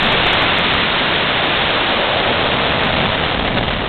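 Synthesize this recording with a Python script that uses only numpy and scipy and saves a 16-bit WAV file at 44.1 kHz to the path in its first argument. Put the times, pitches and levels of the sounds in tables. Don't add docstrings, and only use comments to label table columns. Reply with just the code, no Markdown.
import sys
import numpy as np
from scipy import signal
from scipy.fft import rfft, irfft
from scipy.io import wavfile
from scipy.ndimage import uniform_filter1d

SR = 44100
rng = np.random.default_rng(int(sys.argv[2]) if len(sys.argv) > 2 else 0)


def dump(signal):
    limited = np.clip(np.atleast_2d(signal).T, -1, 1)
    pcm = np.round(limited * 32767).astype(np.int16)
    wavfile.write(sys.argv[1], SR, pcm)


def volts_from_decibels(level):
    exponent = np.asarray(level, float) / 20
    return 10 ** exponent


N = 171108

# (time [s], overall level [dB], plume rumble [dB], deepest eddies [dB], ground echo [dB])
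PASS_LEVELS = [(0, -13.5, -6.5, -15, -16.5), (.15, -12.5, -10.5, -14, -11), (.4, -13, -16, -30, -12.5),
               (.68, -14, -9.5, -31.5, -21.5), (.76, -14, -9, -15, -9.5), (.85, -15, -17, -22.5, -19.5),
               (1.3, -16, -11, -23, -9), (1.7, -16, -15.5, -27, -11), (2, -16.5, -19, -26, -2.5),
               (2.35, -15.5, -9, -23.5, -1), (2.7, -14.5, -7, -24, -5), (3, -15, 1, -15.5, -4.5),
               (3.25, -16.5, -5, -13, -5.5), (3.55, -19, 1, -7, -2.5), (3.88, -22.5, -3.5, -4.5, -5)]
# (frequency [Hz], level [dB per Hz])
DEEP_SPECTRUM = [(20, -8.5), (40, 2.5), (80, -2.5), (130, -14.5)]
# (frequency [Hz], level [dB per Hz])
PLUME_SPECTRUM = [(50, -13.5), (90, -6), (150, -5), (250, -6.5), (500, -27.5)]
# (frequency [Hz], level [dB per Hz])
JET_SPECTRUM = [(25, -9), (100, -3), (300, 0), (700, 0), (1500, -0.5), (2600, -1.5), (3900, 0.5)]
# (frequency [Hz], level [dB per Hz])
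HISS_END = (5000, -12)
# (time [s], strength, sets how far past full scale [dB])
SHOCKS = [(.031, -29), (.0475, -39), (.0602, -37), (.07, -38), (.1248, -30), (.1426, -46), (.267, -53),
          (.2685, -33), (.331, -55), (.3332, -26), (.4234, -32), (.43, -40), (.5862, -30), (.7389, -35),
          (2.8336, -52), (2.8506, -38)]
SHOCK_SHAPE = [-.1, .26, .62, .26, -.1]
# (time [s], travel [times the rms of the roar])
HEADROOM = [
    (0, .3),
    (.6, .35),
    (1.1, .6),
    (1.8, .65),
    (2.2, .3),
    (2.8, .03),
    (3.2, .05),
    (3.5, .3),
    (3.88, .5),
]

SLOW_RATE = 8000
UP, DOWN = 441, 80
BAND_HZ, BAND_BETA = 4000, 9
FULL_SCALE = 0.707


def in_time(rows):
    times, *columns = np.transpose(rows)
    return [np.interp(np.arange(N) / SR, times, column) for column in columns]


def rms_one(x):
    return x / np.sqrt(np.mean(x ** 2) + 1e-20)


def drift(per_s):
    r = np.exp(-2 * np.pi * per_s * 40 / SR)
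    steps = rng.standard_normal(N // 40 + 2002)
    slow = signal.lfilter([1], [1, -2 * r, r * r], steps)[2000:]
    return np.interp(np.arange(N) / 40, np.arange(len(slow)), rms_one(slow))


def eddies(spectrum, patchy_db):
    white = rfft(rng.standard_normal(N))
    hz = np.arange(N // 2 + 1) * SR / N + 0.11
    point_hz, point_db = np.transpose(spectrum)
    level_db = np.interp(np.log(hz), np.log(point_hz), point_db, left=-30, right=-60)
    shaped = white * volts_from_decibels(level_db)
    octave = np.log2(hz / 20)
    out = 0
    for center in np.arange(0, 9, 0.5):
        share = np.clip(1 - np.abs(octave - center) / 0.5, 0, 1)
        out = out + irfft(shaped * share, N) * volts_from_decibels(patchy_db * drift(6))
    return rms_one(out)


def plume_rumble(rumble_db, deep_db):
    large = volts_from_decibels(rumble_db) * eddies(PLUME_SPECTRUM, patchy_db=-0.05)
    slowest = volts_from_decibels(deep_db) * eddies(DEEP_SPECTRUM, patchy_db=-0.2)
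    return large + slowest


def ground_echo(echo_db):
    center_hz, width_hz = 574, 440
    r = np.exp(-np.pi * width_hz / SR)
    poles = [1, -2 * r * np.cos(2 * np.pi * center_hz / SR), r * r]
    once = signal.lfilter([1, 0, -1], poles, rng.standard_normal(N))
    twice = signal.lfilter([1, 0, -1], poles, once)
    return volts_from_decibels(0.5 + echo_db) * rms_one(twice)


def jet_hiss(away_s):
    gust_db, gusts_per_s = 0.3, 25
    dull_hz, dulling_db_per_s = 1200, -0.5
    gusts = volts_from_decibels(2.5 + gust_db * drift(gusts_per_s))
    jet = gusts * eddies(JET_SPECTRUM + [HISS_END], patchy_db=0.22)
    body = signal.lfilter(*signal.butter(1, dull_hz, fs=SR), jet)
    return body + (jet - body) * volts_from_decibels(dulling_db_per_s * away_s)


def roar():
    level_db, rumble_db, deep_db, echo_db = in_time(PASS_LEVELS)
    away_s = np.maximum(np.arange(N) / SR - 1.76, 0)
    flutter_db_per_s, flutters_per_s = 1.3, 70
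    plume = plume_rumble(rumble_db, deep_db)
    near = jet_hiss(away_s) + ground_echo(echo_db)
    flutter = volts_from_decibels(flutter_db_per_s * away_s * drift(flutters_per_s))
    return volts_from_decibels(level_db) * (near * flutter + plume)


def scene():
    return roar()[None]


def bottom_out(x):
    rms = np.sqrt(uniform_filter1d(x ** 2, size=13001))
    return np.minimum(x, in_time(HEADROOM)[0] * rms)


def block_steady_pressure(x):
    high_pass = signal.butter(1, 4, "high", fs=SR, output="sos")
    led_in = np.hstack([x[::-1], x])
    settle_s = 0.9
    offset = -0.022 * np.exp(-np.arange(N) / SR / settle_s)
    return signal.sosfilt(high_pass, led_in)[N:] + offset


def shock_index(s):
    return round(s * SR * DOWN / UP)


def narrow_band(x):
    slow = signal.resample_poly(x, DOWN, UP, window=("kaiser", 3))
    trough, softness = 0.46, 0.13
    over = np.minimum(slow + trough, 0)
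    slow = slow - over + softness * np.tanh(over / softness)
    for s, _ in SHOCKS:
        at = shock_index(s)
        slow[at - 2:at + 3] = -np.array(SHOCK_SHAPE)
    smooth = signal.firwin(32 * UP + 1, BAND_HZ, window=("kaiser", BAND_BETA), fs=SR * DOWN)
    return signal.resample_poly(slow, UP, DOWN, window=smooth)[:N]


def crackle(x):
    safe_depth = 0.67
    pulse = signal.firwin(177, BAND_HZ, window=("kaiser", BAND_BETA), fs=SR)
    pulse = pulse / pulse.max()
    ordinary = signal.find_peaks(-x[:-89], height=safe_depth)[0]
    troughs = [(at, safe_depth) for at in ordinary if at > 88]
    for s, peak_db in SHOCKS:
        at = round(shock_index(s) * UP / DOWN)
        troughs.append((at, FULL_SCALE + volts_from_decibels(1.02 * peak_db + 10)))
    out = x.copy()
    for at, depth in troughs:
        out[at - 88:at + 89] -= (depth + out[at]) * pulse
    return out


def band_limit(x):
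    return signal.sosfilt(signal.butter(12, 15850, fs=SR, output="sos"), x)


def record(dry):
    x = block_steady_pressure(bottom_out(dry[0]))
    x = narrow_band(np.append(x, np.zeros(20)))
    mix = np.maximum(crackle(x), -FULL_SCALE)[None]
    return band_limit(mix)


dry = scene()
out = record(dry)
dump(out)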